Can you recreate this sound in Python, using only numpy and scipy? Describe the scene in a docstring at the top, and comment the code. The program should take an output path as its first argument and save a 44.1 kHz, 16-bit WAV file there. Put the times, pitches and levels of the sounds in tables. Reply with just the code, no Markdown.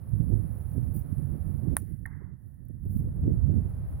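"""On a dry grassy bank by a pond, a golfer chips a ball in gusty wind, a few metres from two microphone ports.
The club's click is a pressure swing, damped sine bursts and ringing modes, followed by decaying turf noise.
The ball smacks down as short tone bursts with noise, and the banks answer with diffuse decaying noise.
Grass and clothes rustle as enveloped noise; separate coloured noise buffets each port.
A wash of open air, a breeze, a thin hiss and a distant murmur lie beneath."""
import sys
import numpy as np
from scipy import signal
from scipy.fft import rfft, irfft
from scipy.io import wavfile
from scipy.ndimage import uniform_filter1d

SR = 44100
rng = np.random.default_rng(int(sys.argv[2]) if len(sys.argv) > 2 else 0)


def to_wav(s):
    """Save 16-bit WAV."""
    ch = np.atleast_2d(s).T  # columns
    pcm = np.round(np.clip(ch, -1, 1) * 32767)  # PCM
    wavfile.write(sys.argv[1], SR, pcm.astype(np.int16))


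N = 176400
T = np.arange(N) / SR  # time in seconds
STRIKE_S = 1.76805

# Colour of moving air, in the breeze and the downswing: frequency_hz, relative_db
BREEZE_COLOUR = [(1800, -4), (2500, -3), (6500, -15), (16000, -32)]


def undb(db):
    """Amplitude ratio: 20 dB is a factor of ten."""
    return 10 ** (np.asarray(db) / 20)


def curve(rows):
    """Piecewise-linear interpolation of (time, value) rows."""
    return np.interp(T, *np.array(rows).T)


def noise(spectrum):
    """Spectral shaping: white noise is weighted by frequency, then scaled to unit RMS."""
    hz, db = np.array(spectrum).T
    f = np.arange(N // 2 + 1) * SR / N + 1e-3
    gain = undb(np.interp(np.log(f), np.log(hz), db))
    gain = gain * np.minimum(f / hz[0], 1) ** 2  # falls away below the first row
    x = irfft(rfft(rng.standard_normal(N)) * gain, N)
    return x / x.std()


def pan(pan_db):
    """Interchannel level difference: gains for a left-minus-right level."""
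    return undb(np.array([[pan_db], [-pan_db]]) / 2)


def wide(spectrum, shared, pan_db):
    """Partial coherence: a shared fraction of the noise power is common to both channels."""
    common = np.sqrt(shared) * noise(spectrum)
    separate = np.sqrt(1 - shared) * np.array([noise(spectrum), noise(spectrum)])
    return (common + separate) * pan(pan_db)


def walk(rate):
    """Slow random modulation: held random values, drawn at a rate in Hz, are smoothed to unit spread."""
    k = max(int(SR / rate), 2)
    steps = np.repeat(rng.standard_normal(N // k + 1), k)
    x = uniform_filter1d(uniform_filter1d(steps, k), k)[:N]
    return x / x.std()


def burst(start, rise, t60):
    """Exponential energy loss after a rounded attack: the decay takes t60 seconds to fall by 60 dB."""
    age = np.maximum(T - start, 0)
    return (1 - np.exp(-(age / rise) ** 2)) * np.exp(-np.log(1000) * age / t60)


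def swell(at, half):
    """Gaussian envelope, down to 1/e at half seconds either side of its centre."""
    return np.exp(-((T - at) / half) ** 2)


def swing(at, width):
    """Bipolar pressure pulse: down, then up, with unit peaks one width either side of its centre."""
    u = (T - at) / width
    return u * np.exp((1 - u ** 2) / 2)


def impact():
    """Impulsive excitation: contact makes a pressure swing, a damped crack and a modal ring of the club head."""
    # Damped crack of ball on face: frequency_hz, left_db, right_db, half_length_s
    crack_rows = [(9650, -18, -10.5, 0.00065), (10700, -23, -20.5, 0.00076), (12840, -18, -18.5, .00035),
                  (14400, -28.5, -33.5, .0003), (15600, -26, -22, .0004)]
    # Ringing modes of the club head: frequency_hz, left_db, right_db, t60_s
    face_modes = [(1082, -44.5, -39, 0.031), (1510, -53.5, -42.5, 0.051), (1830, -43, -28, 0.01556),
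                  (3280, -41, -48, .006), (3840, -37, -56.5, 0.011), (6340, -48.5, -43, .007),
                  (7850, -42, -38, 0.0052)]
    contact_s, push_db = 0.00015, -21.5
    edge_s, edge_db, edge_pan_db = .00003, -30.5, 6.5  # sharp edge of first contact
    ground_delay_s, ground_left_db, ground_right_db = 0.0012, -21, -6  # levels relative to the push
    port_lag_s, crack_delay_s, face_rise_s = .00002, .0002, 0.00018

    start = STRIKE_S + np.array([[port_lag_s], [0]])  # later at the left port
    age = T - start
    direct = swing(start, contact_s)
    # The turf mirrors the broad swing but not the sharp edge.
    ground = undb([[ground_left_db], [ground_right_db]]) * swing(start + ground_delay_s, contact_s)
    push = undb(push_db) * (direct + ground)
    edge = undb(edge_db) * pan(edge_pan_db) * swing(start, edge_s)
    crack = sum(undb([[left], [right]]) * np.sin(2 * np.pi * hz * age)
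                * np.exp(-((age - crack_delay_s) / length) ** 2)
                for hz, left, right, length in crack_rows)
    ring = sum(undb([[left], [right]]) * np.sin(2 * np.pi * hz * age) * burst(start, face_rise_s, t60)
               for hz, left, right, t60 in face_modes)
    return push + edge + crack + ring


def turf():
    """Granular scattering: scuffed and flying turf is decaying noise, the flying part broken into patches."""
    # Colour of the club scuffing through grass: frequency_hz, relative_db
    scuff_colour = [(400, -8), (750, 2), (1200, -2), (1850, 2), (2250, -17), (2700, -27), (4000, -35)]
    # Colour of the turf thrown up: frequency_hz, relative_db
    turf_colour = [(300, 3.5), (1000, -11), (1800, -6), (2800, -15.5), (5000, -17), (8500, -8),
                   (10000, 12.5), (11500, 1), (15000, 3.5), (16500, -10)]
    scuff_db, scuff_t60_s, scuff_delay_s = -37.5, 0.02, .006
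    turf_db, turf_t60_s, patchy_db, grain_rate_hz = -45, 0.165, 4, 530

    scuff = wide(scuff_colour, shared=.8, pan_db=-6.0) * burst(STRIKE_S + scuff_delay_s, .002, scuff_t60_s)
    flying = wide(turf_colour, shared=0.46, pan_db=-0.5) * burst(STRIKE_S, 0.00073, turf_t60_s)
    patches = undb(patchy_db * walk(grain_rate_hz))
    return undb(scuff_db) * scuff + undb(turf_db) * flying * patches


def landing():
    """Short-lived resonance: two hollow smacks are brief tones; a bright tick and a thud join the second."""
    # Smacks of the ball: centre_s, level_db, half_length_s
    smack_rows = [(2.0572, -31.5, 0.0013), (2.0605, -34, 0.0011)]
    # Colour of the bright tick: frequency_hz, relative_db
    tick_colour = [(3300, -11), (5000, -22), (8500, -36), (9800, 15.5), (11000, -7), (13000, -7),
                   (15300, 2)]
    # Colour of the low thud: frequency_hz, relative_db
    thud_colour = [(450, -5), (750, -0.5), (1200, -6), (1900, -3), (2500, -30), (4000, -39)]
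    smack_hz, smack_pan_db = 1835, -7
    tick_s, tick_db, tick_t60_s = 2.0609, -40, 0.0095
    thud_db, thud_t60_s = -44, 0.02

    smacks = sum(undb(db) * swell(at, half) * np.cos(2 * np.pi * smack_hz * (T - at))
                 for at, db, half in smack_rows)
    tick = undb(tick_db) * wide(tick_colour, shared=0.49, pan_db=-14) * burst(tick_s, 0.00064, tick_t60_s)
    thud = undb(thud_db) * wide(thud_colour, shared=0.94, pan_db=3) * burst(tick_s, 0.00098, thud_t60_s)
    return smacks * pan(smack_pan_db) + tick + thud


def banks():
    """Diffuse reflection: the banks scatter both blows into decaying noise, the last return the dullest."""
    # Returns from the banks: start_s, dull_db, bright_db, rise_s, t60_s
    echo_rows = [(1.855, -86, -70.5, 0.017, 0.52), (2.057, -60.5, -58.5, .004, 0.4),
                 (2.105, -66, -58.5, 0.022, 0.4), (2.18, -64.5, -72.5, 0.033, 0.58)]
    # Colours of the dull and the bright part: frequency_hz, relative_db
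    dull_colour = [(500, -19), (850, 2), (1400, -1), (1900, -6.5), (2600, -52)]
    bright_colour = [(1100, -25), (1600, -3), (2050, -2), (2650, -50)]
    dull = sum(undb(db) * burst(at, rise, t60) for at, db, _, rise, t60 in echo_rows)
    bright = sum(undb(db) * burst(at, rise, t60) for at, _, db, rise, t60 in echo_rows)
    dull_part = wide(dull_colour, shared=.22, pan_db=-4.5) * dull
    bright_part = wide(bright_colour, shared=.22, pan_db=-4.5) * bright
    return dull_part + bright_part


def downswing():
    """Aerodynamic noise: the club swishes through the air just before contact."""
    swish_s, swish_db, swish_half_s = 1.725, -76, .025
    return undb(swish_db) * noise(BREEZE_COLOUR) * swell(swish_s, swish_half_s)


def grass():
    """Friction and fracture noise: grass and cloth rustle in grainy swells, and a few stalks snap."""
    # Colour of dry grass and cloth: frequency_hz, relative_db
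    rustle_colour = [(2500, -28), (8500, -27), (9500, 2), (10300, 4.5), (12000, 2), (13500, 0), (14800, 8),
                     (16000, -3)]
    # Rustles of the backswing and of stepping back, before graininess: centre_s, level_db, width_s
    rustle_rows = [(0.969, -49, .026), (2.48, -78, 0.057), (2.95, -58.5, 0.068)]
    # Stalks snapping underfoot: start_s, level_db
    snap_rows = [(2.461, -66), (2.542, -65), (2.652, -56), (2.6845, -52.5), (3.6947, -51), (3.9078, -53.5)]
    snap_t60_s = .014
    swells = sum(undb(db) / (1 + ((T - at) / width) ** 2 / 2) ** 2 for at, db, width in rustle_rows)
    grains = undb(2.4 * walk(180))
    snaps = sum(undb(db) * burst(at, .0005, snap_t60_s) for at, db in snap_rows)
    return wide(rustle_colour, shared=0.19, pan_db=-1.0) * (swells * grains + snaps)


def buffets():
    """Local pressure fluctuation: eddies hit the right port, big ones as single swings, small ones in flurries."""
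    # Single big eddies: centre_s, level_db, half_width_s
    buffet_rows = [(.137, -12.5, 0.003), (.204, -11, 0.0029), (.34, -9.5, 0.0043), (.782, -21.5, .0012),
                   (1.129, -18.5, 0.002), (1.685, -11.5, 0.0029), (2.965, -10, 0.0025), (3.281, -11, .0014),
                   (3.582, -11.5, 0.0028)]
    # Flurries of small eddies: centre_s, level_db, half_length_s
    flurry_rows = [(0.221, -34.5, 0.022), (0.324, -27.5, 0.028), (0.761, -34, 0.018), (1.195, -34, 0.011),
                   (1.347, -32.5, .012), (1.56, -37, .012), (1.675, -29, 0.0096), (1.725, -28.5, 0.018),
                   (1.828, -38, .014), (1.905, -44, .02), (2.219, -38.5, 0.01), (2.704, -39, 0.0087),
                   (2.865, -32.5, 0.0093), (3.083, -32.5, 0.011), (3.287, -27.5, 0.051),
                   (3.557, -29, 0.032), (3.65, -34, 0.019)]
    # Colour of a flurry: frequency_hz, relative_db
    flurry_colour = [(170, 1), (280, -1.5), (450, -15), (620, -28.5), (2000, -80)]
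    slaps = sum(undb(db) * (1 - 2 * ((T - at) / half) ** 2) * swell(at, half) for at, db, half in buffet_rows)
    flurries = noise(flurry_colour) * sum(undb(db) * swell(at, half) for at, db, half in flurry_rows)
    return np.array([np.zeros(N), slaps + flurries])


def port(gust, spectrum):
    """Turbulence at one port: large eddies rumble; small ones come in bursts and grow with the gust."""
    eddy_hz, eddy_rate_hz, eddy_db = 215, 45, 3.6  # split frequency; rate and depth of the bursts
    gust_brightens, gust_ref_db = 0.25, -12  # extra dB of small eddies per dB of gust
    flutter_rate_hz, flutter_db = 35, 1.8
    db = curve(gust)
    flow = noise(spectrum)
    flow = flow / np.sqrt(uniform_filter1d(flow ** 2, size=3500))  # even out the short-time power
    low_pass = signal.butter(2, eddy_hz, fs=SR, output="sos")
    large = signal.sosfiltfilt(low_pass, flow)
    small_gain_db = eddy_db * walk(eddy_rate_hz) + gust_brightens * (db - gust_ref_db)
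    small = (flow - large) * undb(small_gain_db)
    return (large + small) * undb(db + flutter_db * walk(flutter_rate_hz))


def wind():
    """Uncorrelated turbulence: the two ports are buffeted independently."""
    # Gusts at each port, before the port gain: time_s, level_db
    gust_left = [(0, -52.5), (.1, -47), (1.75, -48), (2.0, -58.5), (2.65, -61), (2.87, -41.5),
                 (3.04, -32.5), (3.14, -41), (3.25, -31.5), (3.4, -40.5), (3.97, -34.5)]
    gust_right = [(0, -47.5), (.14, -31), (.33, -26), (.55, -34.5), (.7, -35), (.77, -29), (.97, -31.5),
                  (1.04, -36.5), (1.21, -31.5), (1.43, -33.5), (1.64, -30), (1.73, -28), (1.765, -41),
                  (1.83, -35), (2.55, -48.5), (2.82, -37), (2.87, -32), (3.06, -29.5), (3.14, -36),
                  (3.28, -25), (3.57, -26.5), (3.62, -31), (3.97, -39.5)]
    # Colour of the buffeting, before small eddies are rescaled: frequency_hz, relative_db
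    left_colour = [(20, -8.5), (40, -14), (70, 5.5), (110, -1.5), (160, -6.5), (230, -21.5), (330, -33.5),
                   (600, -47.5), (4000, -110)]
    right_colour = [(20, -13), (40, -6), (65, 2), (100, 2.5), (150, -2), (220, -11), (330, -20.5),
                    (480, -33.5), (650, -43), (1200, -82), (4000, -110)]
    left_db, right_db = 2, 5  # port gains
    left = undb(left_db) * port(gust_left, left_colour)
    right = undb(right_db) * port(gust_right, right_colour)
    return np.array([left, right])


def air():
    """Diffuse ambient noise: wash, breeze and hiss sink after the shot and return; a far murmur stays steady."""
    # Colour of the open air over the pond: frequency_hz, relative_db
    wash_colour = [(200, 5.5), (600, 1), (1000, -8), (1800, -16), (2400, -26), (3200, -57), (16000, -70)]
    # Course of the wash: time_s, level_db
    wash_level = [(0, -60.5), (.4, -57), (1.74, -57), (1.79, -64), (2.05, -79), (2.75, -77.5),
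                  (2.95, -63.5), (3.3, -58), (3.97, -56)]
    # Course of the breeze, the upper part of the air, slower to return: time_s, level_db
    breeze_level = [(0, -83.5), (.4, -81), (1.74, -81.5), (1.91, -86), (2.07, -104), (2.84, -104),
                    (2.98, -89.5), (3.4, -80)]
    # Colour of the thin high hiss: frequency_hz, relative_db
    hiss_colour = [(7500, -43.5), (8900, -33.5), (9600, -8), (10300, 6), (11000, -3.5), (11700, -8.5),
                   (13500, -4), (16000, -6)]
    # Course of the hiss, before its flutter: time_s, level_db
    hiss_level = [(0, -68.5), (.65, -61), (.85, -63.5), (1.9, -65.5), (2.05, -75.5), (2.33, -85),
                  (2.45, -77), (2.78, -78), (3.1, -71), (3.97, -68)]
    # Colour of the distant murmur: frequency_hz, relative_db
    far_colour = [(200, 3), (600, -6), (1100, -14), (1500, -10), (1900, -4), (2300, -38), (3000, -27.5),
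                  (9000, -32)]
    far_db = -79

    wash = wide(wash_colour, shared=0.15, pan_db=-3.5) * undb(curve(wash_level))
    breeze = wide(BREEZE_COLOUR, shared=0.073, pan_db=4.5) * undb(curve(breeze_level))
    hiss = wide(hiss_colour, shared=.15, pan_db=-5.5) * undb(curve(hiss_level) + 0.89 * walk(50))
    murmur = undb(far_db) * wide(far_colour, shared=0.52, pan_db=-6.5)
    return wash + breeze + hiss + murmur


def scene():
    """Linear superposition of all sources at the two ports."""
    blows = impact() + turf() + landing() + banks()
    return blows + downswing() + grass() + buffets() + wind() + air()


def record(dry):
    """Band limiting: a steep elliptic low-pass removes the top of the spectrum."""
    top_hz, ripple_db, stop_db = 16200, .2, 80
    return signal.sosfilt(signal.ellip(10, ripple_db, stop_db, top_hz, fs=SR, output="sos"), dry)


dry = scene()
out = record(dry)
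to_wav(out)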